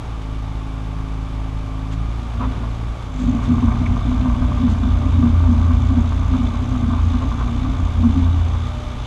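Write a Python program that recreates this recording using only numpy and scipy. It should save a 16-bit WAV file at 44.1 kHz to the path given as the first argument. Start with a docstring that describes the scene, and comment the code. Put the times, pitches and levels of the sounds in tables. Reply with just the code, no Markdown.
"""A mini excavator's four-cylinder diesel idles in the open, its exhaust humming and its block knocking.
At about 2 seconds it speeds up, and a nudge of the travel lever makes the tracks clunk.
Just after 3 seconds the engine sags, then takes the load as the machine crawls up a bank: oil hisses
through the valves, the pump whines, rubber tracks drum and boom on the hollow frame, and steel links
clank over the sprockets. After 8 seconds the tracks quieten and the pump's whine swells briefly."""
import sys
import numpy as np
from scipy import signal
from scipy.fft import rfft, irfft
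from scipy.io import wavfile

SR = 44100
rng = np.random.default_rng(int(sys.argv[2]) if len(sys.argv) > 2 else 0)


def digitize_waveform(pressure):
    """Quantize a signal to 16-bit integers and store it at the path in sys.argv[1].

    Rows of a 2-D input are taken as channels; values are limited to [-1, 1].
    """
    field = np.atleast_2d(pressure).T
    bounded = np.clip(field, -1, 1)
    quanta = np.round(bounded * 32767).astype(np.int16)
    wavfile.write(sys.argv[1], SR, quanta)


N = 399546
T = np.arange(N) / SR
FREQS = np.arange(N // 2 + 1) * SR / N


def gain(db):
    """Turn decibels into a number to multiply by."""
    return np.exp(np.asarray(db) * (np.log(10) / 20))


def unit(x):
    """Scale a sound to an average (rms) level of 1."""
    return x / np.sqrt(np.mean(x ** 2))


def curves(table):
    """Join the rows of a table with straight lines in time, one curve per value column."""
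    times, *columns = np.transpose(table)
    return [np.interp(T, times, column) for column in columns]


def bursts(rows):
    """A loudness curve with one short, smooth bump per row."""
    return sum(gain(db) * np.exp(-((T - peak) / width) ** 2) for peak, db, width in rows)


def noise():
    """White noise."""
    return rng.standard_normal(N)


def drift(rate):
    """A smooth random wobble of size about 1, changing about rate times a second."""
    step = int(SR / rate)
    levels = rng.standard_normal(N // step + 3)
    along = np.arange(step) / step
    blend = np.array([(1 - along) ** 2 / 2, .5 + along * (1 - along), along ** 2 / 2])
    neighbours = np.column_stack([levels[:-2], levels[1:-1], levels[2:]])
    return unit((neighbours @ blend).ravel()[:N])


def colour(x, points):
    """Shape a sound's bass and treble, fading out below the first point; the result has level 1."""
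    hz, db = np.transpose(points)
    outline = gain(np.interp(np.log(FREQS + 1), np.log(hz), db))
    bass_cut = np.minimum(FREQS / hz[0], 1) ** 2
    return unit(irfft(rfft(x) * outline * bass_cut, N))


def resonate(x, rings):
    """Keep only the pitches at which an object rings; the result has level 1."""
    f = FREQS + 1
    peaks = sum(gain(db) / (1 + (hz / width * (f / hz - hz / f)) ** 2) for hz, width, db in rings)
    return unit(irfft(rfft(x) * peaks, N))


def blows(rows, phases, rise, fall, stretch, sag_hz_per_s=0):
    """Rings that swell and fade, harder ones more slowly. The real part is the sound, abs its loudness."""
    out = np.zeros(N, complex)
    usual_db = np.mean(rows, axis=0)[2]
    for (peak, hz, db), phase in zip(rows, phases):
        life = fall * gain(stretch * (db - usual_db))
        near = slice(max(int((peak - 3 * rise) * SR), 0), int((peak + 7 * life) * SR) + 1)
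        age = T[near] - peak
        swell = np.exp(-np.where(age < 0, (age / rise) ** 2, age / life))
        cycles = hz * age - sag_hz_per_s * rise ** 2 * np.log(np.cosh(age / rise))
        out[near] += gain(db) * swell * np.exp(2j * np.pi * (cycles + phase))
    return out


# Lever pushes: a nudge, then the climb. Each row: start and end in seconds, oil flow in dB.
LEVER_PUSHES = [(2.3, 2.51, -1.5), (3.13, 8.34, 0)]


def flow(attack, release):
    """Oil flow follows the lever: it builds for attack seconds, holds, then fades over release seconds."""
    return sum(gain(db) * np.clip((T - start) / attack, 0, 1) * np.exp(-np.maximum(T - end, 0) / release)
               for start, end, db in LEVER_PUSHES)


def climb_seconds():
    """Time since the climb began."""
    return np.maximum(T - LEVER_PUSHES[-1][0], 0)


# Tone of the open air. Each row: frequency in Hz, relative level in dB.
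AIR_TONE = [(20, -1.5), (35, 0), (70, -5), (110, -9), (2000, -65)]


def outdoor_air():
    """A low, steady rumble behind everything."""
    return colour(noise(), AIR_TONE) * gain(-34.5)


# Cooling fan and gear tones. Each row: multiple of the firing rate, level in dB.
FAN_TONES = [(8, -59), (9, -60), (15, -56), (16.5, -54.5), (20, -56), (22, -57), (30, -66)]


def fan(firings, waver_db=2):
    """Faint wavering tones that follow the engine's shaft."""
    return sum(gain(db + waver_db * drift(12)) * np.sqrt(2) * np.sin(2 * np.pi * multiple * firings)
               for multiple, db in FAN_TONES)


# How the fuel injectors ring. Each row: pitch in Hz, width in Hz, relative level in dB.
INJECTOR_RINGS = [(3450, 160, 3), (6060, 160, 0.5), (6390, 200, -1), (6650, 330, -4), (7330, 390, -4.5)]
# The ticking grows under load. Each row: time in seconds, level in dB.
TICK_LEVELS = [(2.9, -74), (3.22, -54), (3.6, -60.5), (5.4, -62.5), (5.8, -57), (9.06, -61)]
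# Each injector's relative level in dB, in firing order.
INJECTOR_DB = [-0.5, -5.5, -1, -0.5]


def injectors(firings, scatter_db=2.2):
    """An injector gives a short, bright tick at every firing; the four are not equally loud."""
    count = firings.astype(int)
    scatter = scatter_db * rng.standard_normal(count[-1] + 1)[count]
    db = np.array(INJECTOR_DB)[count % len(INJECTOR_DB)] + scatter
    pulses = unit(gain(db) * np.exp(-((firings % 1 - .5) / .25) ** 2))
    return resonate(noise(), INJECTOR_RINGS) * pulses * gain(curves(TICK_LEVELS)[0])


# The pump's whine. Each row: time in seconds, relative level in dB.
WHINE_LEVELS = [(0, -50.5), (4.6, -45), (5, -41), (6.2, -47.5), (8.5, -49), (8.76, -40), (8.98, -37),
                (9.06, -51)]


def pump(firing_hz, firings, housing_hz=593, reach_hz=34, waver_db=2.5):
    """An overtone of the shaft whines when it comes near the pitch at which the pump housing rings."""
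    whine = 0
    for multiple in (10, 11):
        phase = 2 * np.pi * multiple * firings
        nearness = 1 / (1 + ((multiple * firing_hz - housing_hz) / reach_hz) ** 4)
        tone = np.sin(phase) * gain(waver_db * drift(14))
        octave = np.sin(2 * phase) * gain(-14 + waver_db * drift(20))
        whine += nearness * (tone + octave)
    return whine * gain(curves(WHINE_LEVELS)[0])


# Tone of oil in the hoses, and of the short spits. Each row: frequency in Hz, relative level in dB.
OIL_TONE = [(1200, -3), (2200, 1), (2700, 0), (3500, 4.5), (4200, -4.5), (5600, -12), (6050, -4),
            (7400, -15), (8200, -22), (12500, -36.5)]
SPIT_TONE = [(1500, 6), (3500, 6.5), (5000, -2.5), (7000, -1.5), (10000, -18), (13000, -30)]
# How the oil pipes ring. Each row: pitch in Hz, width in Hz, relative level in dB.
PIPE_RINGS = [(2250, 220, -3.5), (2997, 96, -1), (3524, 86, 6), (3797, 75, 0.5)]
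# Short, bright spits of hiss; the one at 3.21 seconds is a louder injector tick.
# Each row: time in seconds, level in dB, half-length in seconds.
BRIGHT_SPITS = [(1.932, -43, 0.017), (3.21, -46, 0.066), (3.45, -43, 0.028), (4.714, -44, 0.032)]


def hydraulics(firings, over_idle_hz, speed_db_per_hz=0.67, climb_db_per_s=0.66):
    """Oil hisses and rings the pipes, throbbing with the engine, beside short spits and a faint whistle."""
    # the valves stay open once the climb has begun
    valves = np.maximum(flow(attack=0.11, release=.25), T > LEVER_PUSHES[-1][1])
    circulating = gain(-56.5 + speed_db_per_hz * over_idle_hz)
    motors = gain(-50.5 + climb_db_per_s * climb_seconds()) * valves  # louder as the bank steepens
    throb = 1 - 0.43 * np.cos(2 * np.pi * firings)
    hiss = gain(-2 + 1.5 * drift(30)) * colour(noise(), OIL_TONE)
    pipes = resonate(noise(), PIPE_RINGS) * gain(-6 + 2.5 * drift(25))
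    spits = colour(noise(), SPIT_TONE) * bursts(BRIGHT_SPITS)
    whistle = gain(-80) * np.sqrt(2) * np.sin(2 * np.pi * 9651 * T)
    return (hiss + pipes) * throb * np.hypot(circulating, motors) + spits + whistle


# Tone of the engine block and bonnet. Each row: frequency in Hz, relative level in dB.
BLOCK_TONE = [(100, 10), (220, 5), (330, 3.5), (520, -1), (880, 3), (1000, -0.5), (1195, 3.5), (1280, -1),
              (1380, -3.5), (1900, -11.5), (2200, -8), (2340, -6.5), (2520, -11.5), (3500, -12),
              (4100, -17.5), (7000, -23.5), (12500, -38)]


def knock(firings, over_idle_hz, idle_db=-37.5, speed_db_per_hz=0.27, repeat_share=0.24, scatter_db=3):
    """Each firing rattles the block; part of the clatter repeats with every turn of the shaft."""
    one_turn = rng.standard_normal(1600)
    repeating = one_turn[(firings / 2 % 1 * len(one_turn)).astype(int)]  # two firings per turn
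    strength = gain(scatter_db * rng.standard_normal(int(firings[-1]) + 1))[firings.astype(int)]
    pulses = 2.7 + strength * np.exp(-(firings % 1) / 0.67)  # kicks on top of a steady clatter
    clatter = np.sqrt(repeat_share) * repeating + np.sqrt(1 - repeat_share) * noise()
    return colour(pulses * clatter, BLOCK_TONE) * gain(idle_db + speed_db_per_hz * over_idle_hz)


# What the silencer lets through. Each row: frequency in Hz, boost or cut in dB.
SILENCER_TONE = [(27, -19), (55, 1.5), (80, -16), (110, -6), (164, -10.5), (186, -24.5), (213, -31.5),
                 (238, -12.5), (268, -13), (282, -23), (320, -29), (430, -50)]


def exhaust(firing_hz, firings, uneven_db=-11):
    """The firings hum through the silencer; unequal cylinders add tones halfway between the overtones."""
    hz, pass_db = np.transpose(SILENCER_TONE)
    waver_db = 1.1 + 1.5 * flow(attack=0.12, release=0.52)  # wavers more under load
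    hum = 0
    for halves in range(1, 17):
        multiple = halves / 2
        db = np.interp(multiple * firing_hz, hz, pass_db) + uneven_db * (halves % 2)
        hum += gain(db + waver_db * drift(18)) * np.sqrt(2) * np.cos(2 * np.pi * multiple * firings)
    return hum


# The engine idles, speeds up, sags as the drive engages, then holds working speed.
# Each row: time in seconds, firings per second, exhaust level in dB before the silencer.
ENGINE_RUN = [(0, 58.45, -31), (.22, 53.1, -27.5), (.45, 53.25, -26), (1.4, 53.26, -25),
              (1.85, 53.23, -24.5), (1.96, 54.25, -22), (2.15, 56.54, -24), (2.29, 56.9, -26),
              (2.6, 56.37, -25), (2.83, 56.5, -24), (3.02, 57.81, -32), (3.11, 53, -32),
              (3.16, 50.43, -23.5), (3.27, 53, -23), (3.48, 59.47, -22), (5.3, 59.17, -21),
              (5.9, 58.38, -22), (8.55, 58.73, -25), (8.76, 60.5, -27), (9.06, 59.6, -29)]


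def engine(idle_hz=53.3):
    """One shaft sets the pace for the diesel's own sounds and for the oil it pumps."""
    firing_hz, exhaust_db = curves(ENGINE_RUN)
    firings = np.cumsum(firing_hz) / SR  # how many firings so far
    over_idle_hz = firing_hz - idle_hz
    hum = exhaust(firing_hz, firings) * gain(exhaust_db)
    diesel = hum + knock(firings, over_idle_hz) + fan(firings) + injectors(firings)
    return diesel + hydraulics(firings, over_idle_hz) + pump(firing_hz, firings)


# The frame's hollow boom. Each row: time in seconds, relative level in dB.
BOOM_LEVELS = [(2.1, -42), (2.5, -34), (3.1, -43), (3.65, -20), (3.95, -25.5), (4.85, -19.5), (5.35, -12),
               (6.15, -17.5), (6.7, -27.5), (7.02, -15), (7.45, -29.5), (8.05, -16.5), (8.3, -13),
               (8.6, -20), (9.06, -40)]


def frame_boom(boom_hz=83.96, shudder_hz=51.4, shudder_db=-25.5):
    """The hollow frame booms, and its deep shudder beats against the exhaust hum."""
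    boom = np.sqrt(2) * np.sin(2 * np.pi * boom_hz * T + 0.15 * drift(3.8))
    boom += 0.2 * resonate(noise(), [(89.4, 2.0, 0)])
    shudder = np.sqrt(2) * np.sin(2 * np.pi * shudder_hz * T + 0.15 * drift(8))
    sway = gain(-3) * resonate(noise(), [(39.7, 9.5, -1), (45.6, 43, 0)])
    shaking = gain(shudder_db) * flow(attack=0.49, release=0.66)
    return boom * gain(curves(BOOM_LEVELS)[0] - 1) + (shudder + sway) * shaking


# How a track pin rings. Each row: pitch in Hz, width in Hz, relative level in dB.
PIN_RING = [(2180, 480, 0)]
# Tone of a clunk. Each row: frequency in Hz, relative level in dB.
CLUNK_TONE = [(300, 0.5), (500, 2), (750, 2), (1200, 10), (1450, -2.5), (1750, -11), (2300, -12),
              (3500, -16), (9000, -53)]
# The clicks and the clunks. Each row: time in seconds, level in dB, half-length in seconds.
CLICK_HITS = [(3.72, -35, .007), (3.866, -33.5, .007)]
CLUNK_HITS = [(2.411, -31, .011), (2.44, -28, 0.023), (6.345, -32.5, 0.017), (7.23, -31, 0.017),
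              (7.41, -31.5, .018), (8.553, -37, .02)]


def pins_and_slack():
    """Track pins click brightly, and slack track jerks tight with a rattly clunk."""
    clicks = resonate(noise(), PIN_RING) * bursts(CLICK_HITS)
    clunks = colour(noise(), CLUNK_TONE) * bursts(CLUNK_HITS)
    return clicks + clunks


# How the steel links ring. Each row: pitch in Hz, width in Hz, relative level in dB.
LINK_RINGS = [(302, 100, -0.5), (665, 126, 3.5), (737, 40, -2.5), (911, 85, 1.5), (1051, 75, 3.5),
              (1170, 110, 5), (1412, 33, -4.5), (1539, 98, -3), (2280, 450, -11.5)]
# A link snaps onto the sprocket. Each row: time in seconds, relative level in dB.
LINK_CLANKS = [(2.636, -33), (3.393, -31), (3.429, -29.5), (3.544, -31), (3.583, -28), (3.63, -29),
               (3.685, -27), (3.721, -26.5), (3.77, -31), (3.832, -30), (3.868, -34.5), (3.968, -31),
               (4.014, -33), (4.117, -28.5), (4.155, -33.5), (4.259, -30), (4.301, -29), (4.423, -28),
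               (4.521, -28), (4.575, -34), (4.681, -32), (4.836, -32.5), (5.048, -32.5), (5.08, -33),
               (5.23, -28.5), (5.257, -29.5), (5.405, -29), (5.44, -29.5), (5.504, -33), (5.535, -34),
               (5.605, -32), (5.627, -32), (5.709, -29), (5.902, -29.5), (6.045, -31.5), (6.123, -28.5),
               (6.223, -31), (6.284, -33.5), (6.338, -31), (6.548, -28), (6.753, -29), (6.907, -27),
               (6.937, -25), (6.981, -27), (7.143, -29.5), (7.216, -33), (7.318, -27.5), (7.384, -28.5),
               (7.414, -25.5), (7.484, -33), (7.652, -31), (7.875, -33), (8.037, -30), (8.268, -31),
               (8.54, -33.5)]


def struck_links(contact_hz=1110, cut_db_per_octave=16, detune=0.014):
    """A blow starts all of a link's pitches at once, most strongly those near contact_hz."""
    times, db = np.transpose(LINK_CLANKS)
    pitches, _, ring_db = np.transpose(LINK_RINGS)
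    share = gain(ring_db - cut_db_per_octave * np.abs(np.log2(pitches / contact_hz)))
    phases = rng.random(len(times))
    rings = []
    for hz in pitches:
        link_hz = hz * (1 + detune * rng.standard_normal(len(times)))  # no two links are quite alike
        hits = np.column_stack([times, link_hz, db])
        rings.append(blows(hits, phases, rise=0.0042, fall=0.015, stretch=.2))
    return share @ rings / np.linalg.norm(share)


def rattling_links(rattle_db=-38, fade_db_per_s=0.4, scuff=0.3):
    """Loose links rattle as the track runs, and clank onto the sprocket with a chattering ring."""
    rattle = gain(rattle_db - fade_db_per_s * climb_seconds()) * flow(attack=0.24, release=0.34)
    clanks = gain(0.5) * struck_links()
    force = np.hypot(rattle * gain(drift(45)), scuff * np.abs(clanks))
    chatter = np.real(clanks * np.exp(0.45j * drift(400)))  # a fast wobble roughens the ring
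    grit = noise() * gain(2.5 * drift(700))
    return resonate(grit, LINK_RINGS) * force + chatter


# How the track frame rings. Each row: pitch in Hz, width in Hz, relative level in dB.
FRAME_RINGS = [(94, 21, 2), (149.5, 8.1, -14.5), (171.4, 22, -12.5), (200, 27, -9), (234.2, 15.6, -1),
               (258.9, 14.4, 1), (287.2, 14, -9)]
# Rubber lugs jolt over the rollers. Each row: time in seconds, pitch in Hz, relative level in dB.
LUG_JOLTS = [(2.47, 251.5, -28.5), (3.235, 247, -17), (3.29, 243, -19), (3.35, 238.7, -17),
             (3.515, 242, -11), (3.64, 236, -12), (3.818, 245.7, -18.5), (3.917, 244.8, -18.5),
             (4.123, 249.5, -17.5), (4.273, 244.4, -17), (4.432, 255.5, -20), (4.645, 253.6, -14.5),
             (4.705, 222, -18), (4.864, 248, -20), (5.065, 260.5, -17.5), (5.2, 266.6, -18.5),
             (5.262, 240.1, -11.5), (5.51, 241, -15), (5.725, 246.5, -19.5), (5.925, 266, -18),
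             (5.978, 238.6, -14), (6.348, 251, -18), (6.42, 243.6, -16), (6.622, 245, -21),
             (6.75, 249.3, -18.5), (6.841, 237.3, -17.5), (6.92, 245.2, -22), (7.154, 245.3, -21),
             (7.494, 242.5, -23.5), (7.656, 254, -22), (7.795, 250, -28), (8.06, 231.8, -13),
             (8.185, 266.4, -14), (8.363, 275, -23.5)]


def drumming_tracks(rolling_db=-25.5, rest_db=-39.5, fade_db_per_s=1, pressure_on_s=1.633, scuff=0.46):
    """Lugs drum on the hollow frame: each jolt swells and drops in pitch above the rumble of rolling."""
    phases = rng.random(len(LUG_JOLTS))
    jolts = gain(1) * blows(LUG_JOLTS, phases, rise=0.034, fall=0.04, stretch=0.19, sag_hz_per_s=340)
    # once the oil is under pressure, the frame trembles even at a standstill
    tremble = gain(rest_db) * np.clip((T - pressure_on_s) / 0.52, 0, 1)
    # the rolling gets quieter as the machine climbs away
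    rolling = gain(rolling_db - fade_db_per_s * climb_seconds()) * flow(attack=0.16, release=0.12)
    rumble = np.hypot(tremble, rolling) * gain(2.5 * drift(25))
    force = np.hypot(rumble, scuff * np.abs(jolts))
    ring = resonate(noise(), FRAME_RINGS)
    swells = np.abs(signal.hilbert(ring))
    even_ring = unit(ring / (swells + 0.35) ** .45)  # soften chance swells so the force sets the level
    thumps = np.real(jolts * np.exp(.25j * drift(70)))
    return even_ring * force + thumps


def scene():
    """The engine, tracks and frame sound together over the outdoor rumble."""
    machine = engine() + drumming_tracks() + rattling_links() + pins_and_slack() + frame_boom()
    return (machine + outdoor_air())[None]


def record(dry):
    """Cut away the highest treble, above 12600 Hz."""
    return signal.sosfilt(signal.ellip(8, .2, 70, 12600, fs=SR, output="sos"), dry)


dry = scene()
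out = record(dry)
digitize_waveform(out)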